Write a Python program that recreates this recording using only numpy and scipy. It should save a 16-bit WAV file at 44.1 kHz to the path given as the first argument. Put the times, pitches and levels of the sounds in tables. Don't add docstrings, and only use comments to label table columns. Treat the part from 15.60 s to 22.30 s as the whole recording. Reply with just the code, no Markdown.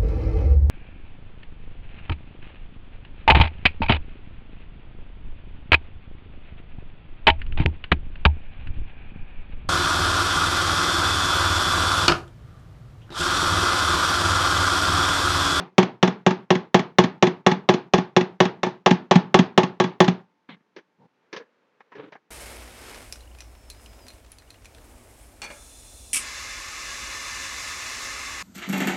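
import sys
import numpy as np
from scipy import signal
from scipy.fft import rfft, irfft, next_fast_len
from scipy.io import wavfile
from scipy.ndimage import uniform_filter1d, map_coordinates

SR = 44100
rng = np.random.default_rng(int(sys.argv[2]) if len(sys.argv) > 2 else 0)


def file_out(sig):
    cols = np.atleast_2d(sig).T
    lim = np.clip(cols, -1, 1)
    pcm = np.round(lim * 32767).astype(np.int16)
    wavfile.write(sys.argv[1], SR, pcm)


N = 295690
TIME = np.arange(N) / SR
AGE = np.arange(SR // 2) / SR


def amp(db):
    return 10 ** (np.asarray(db) / 20)


def unit(x):
    return x / np.sqrt(np.mean(x ** 2) + 1e-20)


def along(points, hz):
    point_hz, values = np.transpose(points)
    return np.interp(np.log(hz + 1), np.log(point_hz + 1), values)


def fade(t60):
    return np.exp(-np.log(1000) * AGE / t60)


def rise(seconds):
    return 1 - np.exp(-AGE / seconds)


def noise(spectrum, size):
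    m = next_fast_len(size)
    gain = amp(along(spectrum, np.fft.rfftfreq(m, 1 / SR)))
    return unit(irfft(rfft(rng.standard_normal(m)) * gain, m)[:size])


def colour(x, points):
    m = 2 * next_fast_len(len(x))
    log_gain = np.log(amp(along(points, np.fft.rfftfreq(m, 1 / SR))))
    cepstrum = irfft(log_gain, m)
    cepstrum[1:m // 2] *= 2
    cepstrum[m // 2 + 1:] = 0
    return irfft(rfft(x, m) * np.exp(rfft(cepstrum)), m)[:len(x)]


def add(track, s, sound):
    start = round(s * SR)
    part = sound[max(-start, 0):max(N - start, 0)]
    track[max(start, 0):][:len(part)] += part


# frequency in Hz, t60 in seconds.
ROOM_DECAY = [(120, 0.39), (400, 0.3), (1000, 0.3), (2500, 0.25), (4200, 0.22), (6000, 0.15), (9000, 0.15)]


def room_tail():
    hz, t, bands = signal.stft(rng.standard_normal(len(AGE)), SR, nperseg=256)
    decay = np.exp(-np.log(1000) * t / along(ROOM_DECAY, hz)[:, None])
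    tail = signal.istft(bands * decay, SR, nperseg=256)[1][:len(AGE)]
    return tail / np.linalg.norm(tail)


def in_room(x, wet_db, delay=.009):
    tail = np.pad(room_tail(), (round(delay * SR), 0))
    return x + amp(wet_db) * signal.fftconvolve(x, tail)[:len(x)]


# frequency in Hz, level in dB per Hz.
DIFFUSE_TONE = [(50, -33.5), (95, -14), (125, -1), (185, 6), (280, -0.5), (380, 7.5), (550, -3.5),
                (850, 1.5), (1400, -5), (2000, -7.5), (3600, -12), (6300, -17.5), (8000, -44), (15000, -64)]


def wash():
    return unit(colour(room_tail() * rise(0.019), DIFFUSE_TONE))


def worktop(x, near_db, t60, delay=.004):
    echoes = rng.standard_normal(len(AGE)) * fade(t60)
    echoes = np.pad(echoes / np.linalg.norm(echoes), (round(delay * SR), 0))
    return x + amp(near_db) * signal.fftconvolve(x, echoes)[:len(x)]


def ring(modes, scatter_db, detune=.005):
    out = np.zeros(len(AGE))
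    for k, (hz, db, t60) in enumerate(modes):
        mode_hz = hz * (1 + detune * rng.normal())
        swing = np.sin(2 * np.pi * mode_hz * AGE) * rise(0.62 / hz)
        gain = amp(db + scatter_db * rng.normal())
        out += (-1) ** k * gain * fade(t60) * swing
    return out


# frequency in Hz, level in dB, t60 in seconds.
PITCHER_MODES = [(128.55, -20, 0.16), (183.7, -5, 0.11), (232, -3, 0.025), (333.8, -20.5, 0.202),
                 (365.8, -8.5, 0.19), (421, -7, 0.04), (469, -15.5, 0.098), (563.4, -3.5, 0.025),
                 (638.5, -24, 0.2), (665.5, -20.5, 0.113), (769, -9.5, 0.058), (847, -17, 0.17),
                 (909, -21, 0.17), (1006, -19, 0.1), (1113, -15, 0.076), (1186, -18.5, 0.053),
                 (1287, -16, 0.036), (1637, -23.5, 0.116), (1790, -22.5, 0.097), (1800, -28.5, 0.055),
                 (1903, -29, 0.11), (2016, -19.5, 0.045), (2177, -27.5, 0.094), (2400, -18, 0.041),
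                 (2630, -28.5, 0.092), (2860, -22, 0.03), (3345, -23.5, 0.089), (3452, -28.5, 0.13),
                 (3524, -14.5, 0.025)]


def pitcher_ring(scatter_db):
    return ring(PITCHER_MODES, scatter_db)


# frequency in Hz, level in dB per Hz.
PLASTIC_TONE = [(600, -13.5), (1200, -0.5), (1450, -1.5), (1700, 5.5), (2400, 1), (3000, 3.5), (3600, -5),
                (4000, -0.5), (4700, -9), (5400, -7.5), (6500, -8.5), (7500, -21), (8600, -40),
                (15000, -66)]


def plastic_noise():
    return noise(PLASTIC_TONE, len(AGE))


def clatter(t60, attack):
    return plastic_noise() * fade(t60) * rise(attack)


# start in seconds, level in dB,
# counter thud in dB above -42 dB, hop in seconds, landing boom in dB.
BLOWS_AND_HOPS = [(-.075, -3.5, 12, .05, -12.5), (0.1812, 0.25, -6.5, .0474, -8),
                  (0.4279, -1.5, -11, .0488, -5.5), (0.664, -2.5, 13, .044, -10),
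                  (0.9043, -3, 7, .0483, -7.5), (1.144, 0, -9, .0492, -9.5), (1.385, 0.9, 11, 0.054, -5),
                  (1.6252, -0.4, -3.5, 0.045, -6), (1.8643, -0.1, -3.5, .0512, -4.5),
                  (2.0891, -1.13, -7, .05, -7), (2.3361, -1.6, 19.5, .0452, -6),
                  (2.5645, -1.5, -7, .045, -10), (2.8032, -.8, -3, .05, -9.5), (3.032, -8, -18, .033, -12),
                  (3.261, -0.5, 4.5, .0485, 5), (3.5108, -1, -8, .0452, 5.5), (3.7429, 0, 9, .0475, 6.5),
                  (3.9767, 0, 6, .0563, -6), (4.2, -4.5, -19, .0403, -7.5), (4.4034, 0.5, -4, .0773, -.5)]
# time in seconds, gain in dB.
BASS_OF_BLOWS = [(0, 2), (2.8, 0), (3.03, -5), (3.51, -5), (3.74, -1), (4.4, -0.4)]
MID_PER_BASS = -0.25
CHATTER_S, CHATTER_DB = .017, -13.5


def blows():
    out, same_spot = np.zeros(N), plastic_noise()
    for s, db, thud_db, _, _ in BLOWS_AND_HOPS:
        bass_db = np.interp(s, *np.transpose(BASS_OF_BLOWS))
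        mid_db = MID_PER_BASS * bass_db
        grain = unit(same_spot + 0.82 * plastic_noise())
        rattle = grain * (amp(-16) * fade(0.045) + amp(-20.5) * fade(0.066))
        body = (pitcher_ring(scatter_db=1.05) + rattle) * rise(0.0002)
        body = colour(body, [(45, -9.0), (115, bass_db), (250, bass_db), (370, bass_db / 2),
                             (550, mid_db + .5), (1200, mid_db + 0.88), (1800, -0.02)])
        body = worktop(body, near_db=-15.5, t60=0.082)
        knock = in_room(body, wet_db=-24.5) + amp(-35.5) * wash()
        add(out, s, amp(db) * knock)

        thud = noise([(12, -8), (30, 2.5), (70, -4.5), (130, -11), (400, -60)], len(AGE))
        add(out, s, amp(thud_db - 42) * thud * fade(0.095) * rise(.008))

        chatter = pitcher_ring(scatter_db=3.5) + amp(-10.5) * clatter(t60=0.026, attack=.0003)
        chatter = colour(chatter, [(300, -8), (700, 4), (2200, 1), (4000, -7)])
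        chatter_s = s + CHATTER_S + .001 * rng.normal()
        add(out, chatter_s, amp(db + CHATTER_DB) * chatter * fade(.04))
    return out


def pot(hz, t60, db):
    out = np.zeros(N)
    for s, blow_db, *_ in BLOWS_AND_HOPS:
        tone = np.sin(2 * np.pi * (hz + 2 * rng.normal()) * TIME)
        add(out, s, amp(db + blow_db - 60 * TIME / t60) * tone)
    return out


LAND_DB, LAND_GROWS = -9.5, 0.54
LAND_TREBLE_DB, LAND_BRIGHTENS = 2.9, .8
EDGE_LEAD_S, EDGE_DB = .0018, -16
LONG_HOP_S, GRAZE_DB = .07, -13.5
ROCK_S, ROCK_DB = 0.017, -12.5
# frequency in Hz, level in dB, t60 in seconds.
COUNTER_MODES = [(138, -16.5, 0.076), (183, -7, 0.1), (255, -9.5, .07)]


def landings():
    out = np.zeros(N)
    for blow_s, blow_db, _, hop, boom_db in BLOWS_AND_HOPS:
        s, db = blow_s + hop, LAND_DB + LAND_GROWS * boom_db
        treble_db = LAND_TREBLE_DB + LAND_BRIGHTENS * blow_db
        add(out, s - EDGE_LEAD_S, amp(db + treble_db + EDGE_DB) * clatter(t60=.043, attack=0.00053))

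        body = pitcher_ring(scatter_db=4) * rise(0.0012) * fade(.4)
        body += amp(-12.0) * clatter(t60=0.048, attack=0.00055)
        body = colour(body, [(50, -19.5), (130, -7.5), (340, -3.5), (800, -1.0), (1200, 0),
                             (1800, treble_db + .5), (4000, treble_db - 2.5)])
        boom = amp(boom_db) * colour(ring(COUNTER_MODES, scatter_db=1.76), [(50, -13.0), (110, -1)])
        add(out, s, in_room(amp(db) * body + boom, wet_db=-20.5) + amp(db - 35) * wash())
        add(out, s + ROCK_S, amp(ROCK_DB) * boom)
        if hop > LONG_HOP_S:
            add(out, blow_s + hop / 2, amp(db + GRAZE_DB) * clatter(t60=.06, attack=.001))
    return out


# frequency in Hz, level in dB per Hz.
AIR_TONE = [(30, -46.5), (90, -27), (180, -10), (480, -11), (650, -18.5), (920, -14), (1300, -18.5),
            (1900, -19.5), (3700, -29.5), (6300, -37), (8000, -46), (16000, -52.5)]


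def room_air(db):
    return amp(db) * noise(AIR_TONE, N)


def slide(tone, start, db, attack, hold, release, slips_hz=300, rough_db=0):
    swell = np.interp(TIME, start + np.cumsum([0, attack, hold, release]), [0, 1, 1, 0])
    knots = rng.standard_normal(int(N * slips_hz / SR) + 4)
    slips = map_coordinates(knots, [TIME * slips_hz], order=1)
    return swell * amp(db + rough_db * slips) * noise(tone, N)


# frequency in Hz, level in dB per Hz.
HEAD_TONE = [(150, -20), (500, -2), (1000, -5), (1700, -16), (2030, 6), (2300, -6), (3600, -4), (4300, -12),
             (5000, -37), (9000, -51)]


def head_scrape():
    return slide(HEAD_TONE, start=4.888, db=-46, attack=.007, hold=.015, release=.055)


KNOCK_DB, KNOCK_REF_HZ, KNOCK_DB_PER_OCTAVE = 1.5, 400, -6.5
TAP_RING_HZ, TAP_RING_DB = 1690, -7.5
TAP_BASS_DB_PER_OCTAVE = -5


def resonance(hz, q):
    b, a = signal.iirpeak(hz, q, SR)
    once = signal.lfilter(b, a, rng.standard_normal(len(AGE)))
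    return unit(signal.lfilter(b, a, once))


# start in seconds, level in dB,
# knock frequency in Hz, treble gain of the tick in dB, t60 in seconds.
HANDLING_TAPS = [(4.889, -42, 185.4, -12, 0.15), (4.943, -53, 181, -11, .07),
                 (4.966, -53.5, 170, -18, 0.063), (5.005, -57.5, 200, -14, .055),
                 (5.163, -40, 397, 1.5, 0.12), (5.184, -43.5, 332, -6, 0.077),
                 (5.728, -32, 413, 6.5, 0.093), (5.745, -38.5, 392, -15, 0.083),
                 (5.763, -33.5, 470, 8, 0.096), (5.798, -44, 466, -23, 0.18), (6.204, -41, 895, -13, 0.066),
                 (6.319, -42.5, 960, -14, 0.16), (6.351, -43.5, 404, -6, 0.15),
                 (6.521, -40.5, 610, -3.5, .12), (6.552, -38.5, 800, -25, 0.079)]
# frequency in Hz, level in dB per Hz.
TICK_TONE = [(70, -37), (150, 5.5), (400, 4), (700, -7.5), (1050, 2.5), (1400, -4), (2100, -0.5),
             (3500, -8.5), (6000, -17), (7500, -43), (10000, -65)]


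def taps():
    out = np.zeros(N)
    for s, db, knock_hz, treble_db, t60 in HANDLING_TAPS:
        tick = colour(noise(TICK_TONE, len(AGE)), [(knock_hz / 4, 2 * TAP_BASS_DB_PER_OCTAVE),
                                                   (knock_hz, 0), (1800, 0), (4500, treble_db)])
        knock_db = KNOCK_DB + KNOCK_DB_PER_OCTAVE * np.log2(knock_hz / KNOCK_REF_HZ)
        knock = amp(knock_db) * resonance(knock_hz, q=3.9)
        shared_ring = amp(TAP_RING_DB) * resonance(TAP_RING_HZ, q=8.6)
        contact = (tick + knock + shared_ring) * fade(t60) * rise(0.0013)
        add(out, s, in_room(amp(db) * contact, wet_db=-22.5))
    return out


# frequency in Hz, level in dB per Hz.
BATTER_TONE = [(50, -40), (90, -11), (175, 6), (300, -12.5), (470, -5), (650, -17), (900, -5), (1300, -30),
               (2200, -38), (5500, -43.5), (9000, -62)]


def batter_plop():
    return slide(BATTER_TONE, start=5.372, db=-51.5, attack=.04, hold=.045, release=.018,
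                 slips_hz=129, rough_db=0.5)


# frequency in Hz, level in dB per Hz.
FABRIC_TONE = [(80, -19), (250, -8), (480, 8), (700, -2.5), (1500, -1), (2500, -7), (5000, -23),
               (10000, -36)]


def sleeve():
    return slide(FABRIC_TONE, start=5.48, db=-65.5, attack=.15, hold=.88, release=.1,
                 slips_hz=59.4, rough_db=1)


# frequency in Hz, level in dB per Hz.
CORD_TONE = [(47, -55), (80, -45), (97, -13.5), (180, -7), (235, -12.5), (308, -0.5), (388, -12.5),
             (420, 1.5), (666, -19), (1100, -14.5), (3630, -28), (8000, -75), (10400, -100), (17600, -120)]


def cord_drag():
    return slide(CORD_TONE, start=6.357, db=-41.5, attack=.028, hold=.005, release=.125,
                 slips_hz=299, rough_db=3)


def scene():
    knocking = blows() + pot(hz=890, t60=4.5, db=-66.5) + landings()
    handling = head_scrape() + taps() + batter_plop() + sleeve() + cord_drag()
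    handling = colour(handling, [(40, -19.5), (85, -9.0), (150, 1), (7000, -1.0), (9000, -10.0)])
    return (knocking + handling + room_air(db=-66.0))[None]


def suppress(x, shut_db=-57, open_db=-48, depth_db=6):
    power = np.abs(uniform_filter1d(x ** 2, size=700))
    level_db = 10 * np.log10(power + 1e-12)
    return x * amp(np.interp(level_db, [shut_db, open_db], [-depth_db, 0]))


TOP_HZ = 16500


def record(dry):
    m = next_fast_len(N + SR // 2)
    clipped = np.clip(suppress(dry), -1, 1)
    passband = np.fft.rfftfreq(m, 1 / SR) < TOP_HZ
    return irfft(rfft(clipped, m) * passband, m)[:, :N]


dry = scene()
out = record(dry)
file_out(out)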